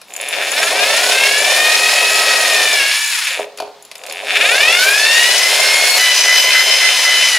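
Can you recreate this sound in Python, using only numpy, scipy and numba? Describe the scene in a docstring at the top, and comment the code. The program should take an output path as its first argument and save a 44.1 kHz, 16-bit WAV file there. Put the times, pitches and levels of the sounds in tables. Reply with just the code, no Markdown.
"""In a small room, a cordless drill turns a diamond hole saw on a wet ceramic pot, close to the listener.
Gear teeth tap the housing, slowly at first and then as a whine: each tap excites damped resonances.
Random grains of grit rumble in the hollow pot, ring the steel saw and hiss.
The drill runs down, the saw is set back on the pot with a few knocks, and a faster run follows.
A diffuse tail and a steady noise floor surround it; the two channels differ slightly."""
import sys
import numpy as np
from scipy import signal
from scipy.fft import rfft, irfft, next_fast_len
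from scipy.io import wavfile
from scipy.ndimage import uniform_filter1d
from numba import njit

SR = 44100
rng = np.random.default_rng(int(sys.argv[2]) if len(sys.argv) > 2 else 0)


def transcribe(u):
    """Save the signal u as a 16-bit wav file named by the first command-line argument.

    u: samples, shape (n,) or (channels, n), limited to [-1, 1]; the rate is SR.
    q: integer samples, one column per channel.
    """
    v = np.clip(np.atleast_2d(u).T, -1, 1)
    q = np.round(v * 32767).astype(np.int16)
    wavfile.write(sys.argv[1], SR, q)


N = 325590  # length in samples

# Steady background noise. Each row: frequency in Hz, relative spectral density in dB.
FLOOR_SPECTRUM = [(20, -22), (60, -24), (190, -9.5), (260, -12), (400, -9), (750, -2.5), (1500, -9.5),
                  (4000, -8.5), (8000, -19), (15500, -30)]
FLOOR_DB = -46.5  # RMS level
# Left-right balance. Each row: frequency in Hz, left minus right in dB.
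BALANCE = [(100, 1), (600, .5), (2500, 1.6), (5000, 1.3), (9000, .2), (15000, 0)]
# Part unlike in the two channels. Each row: frequency in Hz, gain in dB before a common trim.
SIDE_SPECTRUM = [(30, -23), (120, -1), (300, -10), (700, -13), (1300, -17.5), (2400, -16.5), (4400, -5),
                 (6500, -8), (9000, -17), (13000, -54)]
ROOM_DB = -13  # gain of the diffuse tail
TOP_HZ = 15720  # upper band limit

# Resonances of the loose parts of the housing. Each row: frequency in Hz, width in Hz, relative gain in dB.
HOUSING_MODES = [(960, 226, -8.5), (1694, 556, -5), (2577, 665, -0.5), (3420, 620, -1), (4156, 890, -2.5),
                 (5390, 530, -3), (6380, 1450, -11.5), (6940, 270, -9), (8430, 2500, -13),
                 (11100, 7600, -19)]
# Resonances of the hollow pot. Each row: frequency in Hz, width in Hz, relative gain in dB.
POT_MODES = [(266, 45, -22.5), (414.8, 16.5, 0.5), (536, 77, 1), (650, 93, 1.5), (731, 50, 5),
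             (1000, 520, -7)]
# Resonances of the glazed rim of the pot. Each row: frequency in Hz, width in Hz, relative gain in dB.
RIM_MODES = [(2450, 50, 2), (4450, 300, -1)]
# Resonances of the steel saw. Each row: frequency in Hz, width in Hz, relative gain in dB.
SAW_MODES = [(6800, 300, -4), (7250, 200, -3), (8120, 250, -9), (10250, 150, 1), (12200, 80, -10),
             (12800, 90, -8), (13250, 70, -9), (13500, 60, -9), (14100, 170, -12)]
# Resonances of the gearbox. Each row: frequency in Hz, width in Hz, relative gain in dB.
GEARBOX_MODES = [(1296, 135, 1), (1582, 268, 6.5), (1882, 133, 6.5), (2058, 111, 7), (2261, 580, 7),
                 (2760, 480, 5.5), (3046, 73, 4), (3564, 284, 2), (4480, 560, -8), (4350, 82, 2),
                 (5156, 330, -5), (6020, 170, -5), (7120, 860, -14.5)]
# Table shaking under the pot. Each row: frequency in Hz, relative spectral density in dB.
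TABLE_SHAKE = [(20, -32), (120, -33.5), (200, -25), (330, -13.5), (420, -30), (800, -90)]

# Short clicks of housing and steel: some loose rattles, some accenting the first slow gear ticks.
# Each row: time in seconds, relative housing blow in dB, relative steel blow in dB.
CLICK_BLOWS = [(0.0147, -23, -38), (.137, -26, -24.5), (0.163, -22, -20), (0.212, -22, -18),
               (0.286, -23, -16), (0.517, -27, -16.5), (.705, -10, -26), (3.574, -21, -29.5),
               (3.824, -41, -36), (3.85, -28, -36), (3.914, -16, -39), (3.954, -18.5, -31),
               (3.98, -33, -36), (4.036, -21, -33), (4.064, -20, -24), (4.097, -14.5, -33),
               (4.123, -15, -24)]
CLICK_POT_DB, CLICK_RIM_DB = -27, -32  # relative to the housing blow
# Saw set down on the pot. Each row: time in seconds, relative thump in dB, relative hard edge in dB.
SET_DOWN_BLOWS = [(3.393, -21.5, -46), (3.585, -34, -32), (3.601, -23, -27), (3.622, -22.5, -44),
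                  (3.676, -34, -54)]
# Blows relative to the hard edge. One row: housing in dB, steel in dB, rim in dB.
EDGE_OFFSETS = (10, -6, -2)

# Pull of the motor, one list per stretch of running. Each row: time in seconds,
# tooth rate in Hz that the motor pulls towards (below zero it brakes).
MOTOR_PULL = [
    [(.085, 700), (.105, 206), (.22, 437), (.833, 633), (1.493, 687), (2.1, 643), (2.33, 618), (2.5, 530),
     (2.739, 515), (2.798, 167), (2.833, 632), (2.957, 690), (3.077, 530), (3.126, -429), (3.45, -585)],
    [(3.965, 130), (4.07, 300), (4.14, 140), (4.189, 235), (4.352, 1088), (5.2, 1139), (5.81, 1144),
     (5.98, 1087)],
    [(5.981, 990), (6.25, 1030), (6.6, 1040), (6.95, 985), (7.2, 1015), (7.26, 1000), (7.3, 760),
     (7.38, 760)],
]
# Speed as each stretch begins. One row: tooth rate in Hz per stretch.
START_RATES = [40, 33, 995]
INERTIA_S = .53  # time constant of the tooth rate

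# Swell once a saw turn. One row: depth (0-1) per stretch.
SAW_WOBBLE = [0, .2, .6]
TEETH, TEETH_A_SAW_TURN = 15, 272  # teeth passing per turn of pinion and of saw
# Pinion position as each stretch begins. One row: turns per stretch.
PINION_START = [.28, .12, 0]
PINION_SWELL = 0.23  # swell once a pinion turn (0-1)
LABOUR_SWELL, LABOUR_HZ = 0.15, 350  # added swell when pulling, deepest near this tooth rate
TAP_JITTER, JITTER_HZ = .006, 600  # share of a tooth period at this rate; slower teeth stray more

# Base levels before speed and weight act. Each row, one per stretch: gears in dB, pot rumble in dB, saw ring in dB.
STRETCH_LEVELS = [(-12, -22.5, -17.5), (-12, -23, -20), (-10.5, -26.5, -23)]
# Loss at low speed, for gears, pot and saw. Each row: knee in Hz, loss in dB per halving of rate far below it.
SPEED_KNEES = [(239, 11), (183, 11.5), (730, 7.5)]
# Weight of the saw on the pot. 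Each row: time in seconds, weight in dB.
WEIGHT = [(.2, -1), (.35, 0), (.75, 3.5), (1.5, -0.5), (2.6, 0), (2.85, -4.5), (3.12, -55.5), (3.45, 14.5),
          (3.95, 4), (4.5, 1.5), (4.7, -2), (7.38, -3)]
GEAR_SHARE, SAW_SHARE = 0.12, 0.01  # share of the weight's dB that gears and saw follow
# Base of clean taps over rattle. One row: ratio in dB per stretch, before speed, effort and weight act.
CLEAN_BASE = [.5, 1.5, 5]
# Taps are cleanest under a light load. Each row: weight in dB, added clean-to-rattle ratio in dB.
CLEAN_FOR_WEIGHT = [(-25, -5), (-3, 1), (3, -3.5)]
SLOW_CLEAN_DB, SLOW_HZ = 3.5, 130  # lone slow taps stand clear of the rattle
EFFORT_CLEAN_DB, EFFORT_GEAR_DB = 6, 2.5  # per 1000 Hz of pull above the tooth rate
BRAKE_GEAR_DB = 2  # per 1000 Hz of pull below the tooth rate
FADE_S = .04  # averaging time of the levels at start and stop


def undb(db):
    """Decibel law: amplitude ratio of a level."""
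    return 10 ** (np.asarray(db) / 20)


def level(x, db):
    """Root-mean-square law: scale a signal to an RMS level in dB."""
    return x * undb(db) / np.sqrt(np.mean(x ** 2))


@njit
def svf(x, hz, width):
    """Damped resonance: a state-variable band-pass with gain 1 at the centre."""
    y, band, low = np.empty(len(x)), 0., 0.
    g, damping = np.tan(np.pi * hz / SR), width / hz
    for i in range(len(x)):
        v = (band + g * (x[i] - low)) / (1 + g * (g + damping))
        band = 2 * v - band
        low += 2 * g * v
        y[i] = damping * v
    return y


def ring(x, modes):
    """Modal superposition: a body is a sum of resonances, here with alternating signs."""
    out = 0
    for k, (hz, width, db) in enumerate(modes):
        # the tiny offset keeps silence away from denormal numbers
        out = out + (-1) ** k * undb(db) * svf(x + 1e-18, 1. * hz, 1. * width)
    return out


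def colour(x, table):
    """Linear filtering: gain in dB interpolated over log frequency."""
    hz, db = np.transpose(table)
    size = next_fast_len(N)
    log_hz = np.log(np.fft.rfftfreq(size, 1 / SR) + 1)
    gain = undb(np.interp(log_hz, np.log(hz + 1), db))
    return irfft(rfft(x, size) * gain, size)[:N]


def walk(rate):
    """Random modulation: levels held 1 / rate seconds and slewed twice, with a spread near 1."""
    hold = int(SR / rate)
    steps = np.repeat(rng.standard_normal(N // hold + 1), hold)
    return 1.3 * uniform_filter1d(uniform_filter1d(steps, hold), hold)[:N]


def taps(at, size):
    """Impulsive excitation: clicks at fractional sample places, shared between neighbours."""
    out, i = np.zeros(N + 2), np.clip(at, 0, N).astype(int)
    np.add.at(out, i, size * (1 - at + i))
    np.add.at(out, i + 1, size * (at - i))
    return out[:N]


def grit(share, spread_db):
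    """Random impulses: grains crack by chance, a few far larger than the rest."""
    chance, rarity = rng.random((2, N))
    sign = np.sign(chance * 1e6 % 1 - .5)
    return np.where(chance < share, sign * undb(-spread_db * np.log(rarity + .002)), 0)


def background():
    """Stationary noise: a steady floor with a fixed spectrum."""
    return level(colour(rng.standard_normal(N), FLOOR_SPECTRUM), FLOOR_DB)


def room(x, t60_s):
    """Diffuse decay: convolution with fading noise whose treble dies in half the time."""
    t = np.arange(SR // 2) / SR
    noise = rng.standard_normal(len(t))
    dull = svf(noise, 650., 1500.)
    tail = dull * undb(-60 * t / t60_s)
    tail += (noise - dull) * undb(-60 * t / (t60_s / 2))
    return signal.fftconvolve(x, level(tail, 0) / np.sqrt(len(t)))[:N]


def knocks():
    """Impact excitation: each click or knock is a short rough push that rings housing, pot, saw and rim."""
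    click_s, housing, steel = np.transpose(CLICK_BLOWS)
    down_s, thump, edge = np.transpose(SET_DOWN_BLOWS)
    click_db = [housing, housing + CLICK_POT_DB, steel, housing + CLICK_RIM_DB]
    down_db = [edge + EDGE_OFFSETS[0], thump, edge + EDGE_OFFSETS[1], edge + EDGE_OFFSETS[2]]
    blows_db = np.hstack([click_db, down_db])
    at, out = np.r_[click_s, down_s] * SR, 0
    # modes, gain in dB, decay of the push in seconds, steady part of the push
    bodies = [(HOUSING_MODES, 3.3, 0.0049, 0), (POT_MODES, 24.4, 0.0025, 1),
              (SAW_MODES, 21.6, 0.0016, 0), (RIM_MODES, 26.0, 0.0047, 0)]
    for db, (modes, gain_db, contact_s, push) in zip(blows_db, bodies):
        fade = np.exp(-np.arange(900) / (contact_s * SR))
        blow = np.convolve(taps(at, undb(db)), fade)[:N] * (push + rng.standard_normal(N))
        out = out + undb(gain_db) * ring(blow, modes)
    return out


def pot():
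    """Cavity resonance: grit thumps the hollow pot in uneven bursts; the table shakes a little."""
    thumps = grit(0.016, 2.07) * undb(1.75 * walk(45))
    rumble = svf(ring(thumps, POT_MODES), 477.0, 860.0)
    shake = colour(rng.standard_normal(N), TABLE_SHAKE)
    return level(rumble, 0) + level(shake, -23.5)


def saw():
    """Shell vibration: sharp grains ring the steel cup and hiss; its highest modes speak in own bursts."""
    grains = grit(.05, 3.2) * undb(2.3 * walk(14))
    bursts = grains * undb(4.5 * walk(9))
    hiss = svf(grit(0.18, 3.6) * undb(1.4 * walk(10)), 6930.0, 4800.0)
    steel = ring(grains, SAW_MODES[:4]) + ring(level(bursts, 0) * grains.std(), SAW_MODES[4:])
    return level(steel, -2) + level(hiss, -4)


def motor():
    """Rotational inertia: the tooth rate lags the pull; returns rate, pull and samples of each stretch."""
    t, spans = np.arange(N) / SR, []
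    hz, pull = np.full(N, 30.), np.full(N, 30.)
    keep = np.exp(-1 / (INERTIA_S * SR))
    for run, start_hz in zip(MOTOR_PULL, START_RATES):
        s, target_hz = np.transpose(run)
        on = np.flatnonzero((t >= s[0]) & (t <= s[-1]))
        pull[on] = np.interp(t[on], s, target_hz)
        hz[on] = signal.lfilter([1 - keep], [1, -keep], pull[on], zi=[keep * start_hz])[0]
        spans.append(on)
    return hz, pull, spans


def levels(hz, pull, spans):
    """Load dependence: gains and clean-to-rattle ratio follow speed, effort, braking and weight on the pot."""
    db, running = np.zeros((4, N)), np.zeros(N)
    for on, row, clean in zip(spans, STRETCH_LEVELS, CLEAN_BASE):
        db[:, on] = np.r_[row, clean][:, None]
        running[on] = 1
    brake, effort = np.clip([hz - pull, pull - hz], 0, None) / 1000
    weight_db = np.interp(np.arange(N) / SR, *np.transpose(WEIGHT))
    for k, ((knee_hz, halving_db), share) in enumerate(zip(SPEED_KNEES, (GEAR_SHARE, 1, SAW_SHARE))):
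        db[k] += share * weight_db - halving_db * np.log2(1 + (knee_hz / hz) ** 2) / 2
    db[0] += BRAKE_GEAR_DB * brake + EFFORT_GEAR_DB * effort
    clean_db = db[3] + SLOW_CLEAN_DB / (1 + (hz / SLOW_HZ) ** 2) + EFFORT_CLEAN_DB * effort
    clean_db += np.interp(weight_db, *np.transpose(CLEAN_FOR_WEIGHT))
    gains = uniform_filter1d(undb(db[:3]) * running, int(FADE_S * SR), mode="nearest")
    return gains, clean_db


def gears(hz, pull, spans, clean_db):
    """Gear meshing: one tap per tooth, swelled and shifted by an off-centre pinion; loose play rattles after."""
    places, turns, swell = [], [], np.ones(N)
    for on, depth, start in zip(spans, SAW_WOBBLE, PINION_START):
        teeth = np.cumsum(hz[on]) / SR
        k = np.arange(int(teeth[-1]) + 1)
        places.append(np.interp(k - .035 * np.sin(2 * np.pi * k / TEETH), teeth, on))
        turns.append(k / TEETH + start)
        swell[on] = 1 + depth * np.cos(2 * np.pi * (teeth / TEETH_A_SAW_TURN - .25))
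    at = np.concatenate(places)
    turn = 2 * np.pi * np.concatenate(turns)
    size_chance, time_chance = rng.standard_normal((2, len(at)))
    rate = hz[at.astype(int)]
    labour = np.exp(-2 * np.log(rate / LABOUR_HZ) ** 2) * (pull[at.astype(int)] > rate)
    depth = np.clip(PINION_SWELL + LABOUR_SWELL * labour, 0, 1)
    size = (1 + depth * np.cos(turn)) * undb(2.74 * size_chance)
    stray = TAP_JITTER * (JITTER_HZ / rate) ** .75 * SR / rate * time_chance
    pulses = taps(at + stray, size) / np.sqrt(hz / 600)
    # noise that decays after each tap, over noise that grows with speed
    after = signal.lfilter([1], [1, -np.exp(-1 / (0.0065 * SR))], np.abs(pulses))
    rattle = level(after, 0) * rng.standard_normal(N) + np.sqrt(hz / 900) * rng.standard_normal(N)
    # the leaning saw loads the low gearbox modes once a turn
    fast = hz / (hz + 150)
    low = fast * swell * ring(pulses, GEARBOX_MODES[:4]) * undb(2.0 * fast * walk(25))
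    middle = ring(pulses, GEARBOX_MODES[4:8]) * undb(2.5 * fast * walk(22))
    # faster teeth meet harder and reach the high modes
    high = hz / 700 * ring(pulses, GEARBOX_MODES[8:]) * undb(1.63 * walk(14))
    clean = level(low + middle + high, 0)
    rough = level(ring(rattle, HOUSING_MODES), 0) * undb(1.04 * walk(40))
    power_ratio = undb(clean_db) ** 2
    return (np.sqrt(power_ratio) * clean + rough) / np.sqrt(1 + power_ratio)


def scene():
    """Superposition: sources, diffuse tail and floor add up in two slightly unlike channels."""
    hz, pull, spans = motor()
    (gear_gain, pot_gain, saw_gain), clean_db = levels(hz, pull, spans)
    hits = knocks()
    near = hits + pot_gain * pot() + saw_gain * saw()
    near += gear_gain * gears(hz, pull, spans, clean_db)
    # knocks also travel into the table top, which rings on
    echo = undb(ROOM_DB) * room(near + undb(1) * hits, t60_s=0.6)
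    mid = near + echo + background()
    # what differs between the channels flutters quickly; the drill stands left of centre
    side = undb(-1.5) * colour(walk(100) * room(mid, t60_s=0.068), SIDE_SPECTRUM)
    tilt = np.array(BALANCE) * [1, .5]  # half the difference goes to each channel
    left = colour(mid, tilt) + side
    right = colour(mid, tilt * [1, -1]) - side
    return np.array([left, right])


def record(dry):
    """Saturation and band limiting: loud peaks are rounded and clipped at twice the rate, the top is cut."""
    double = signal.resample_poly(dry, 2, 1, axis=1)
    soft = np.clip(np.tanh(.7 * double) / .7, -.94, .94)
    top = signal.ellip(12, .2, 85, TOP_HZ, fs=SR, output="sos")
    return np.clip(signal.sosfilt(top, signal.resample_poly(soft, 1, 2, axis=1)), -1, 1)


dry = scene()
out = record(dry)
transcribe(out)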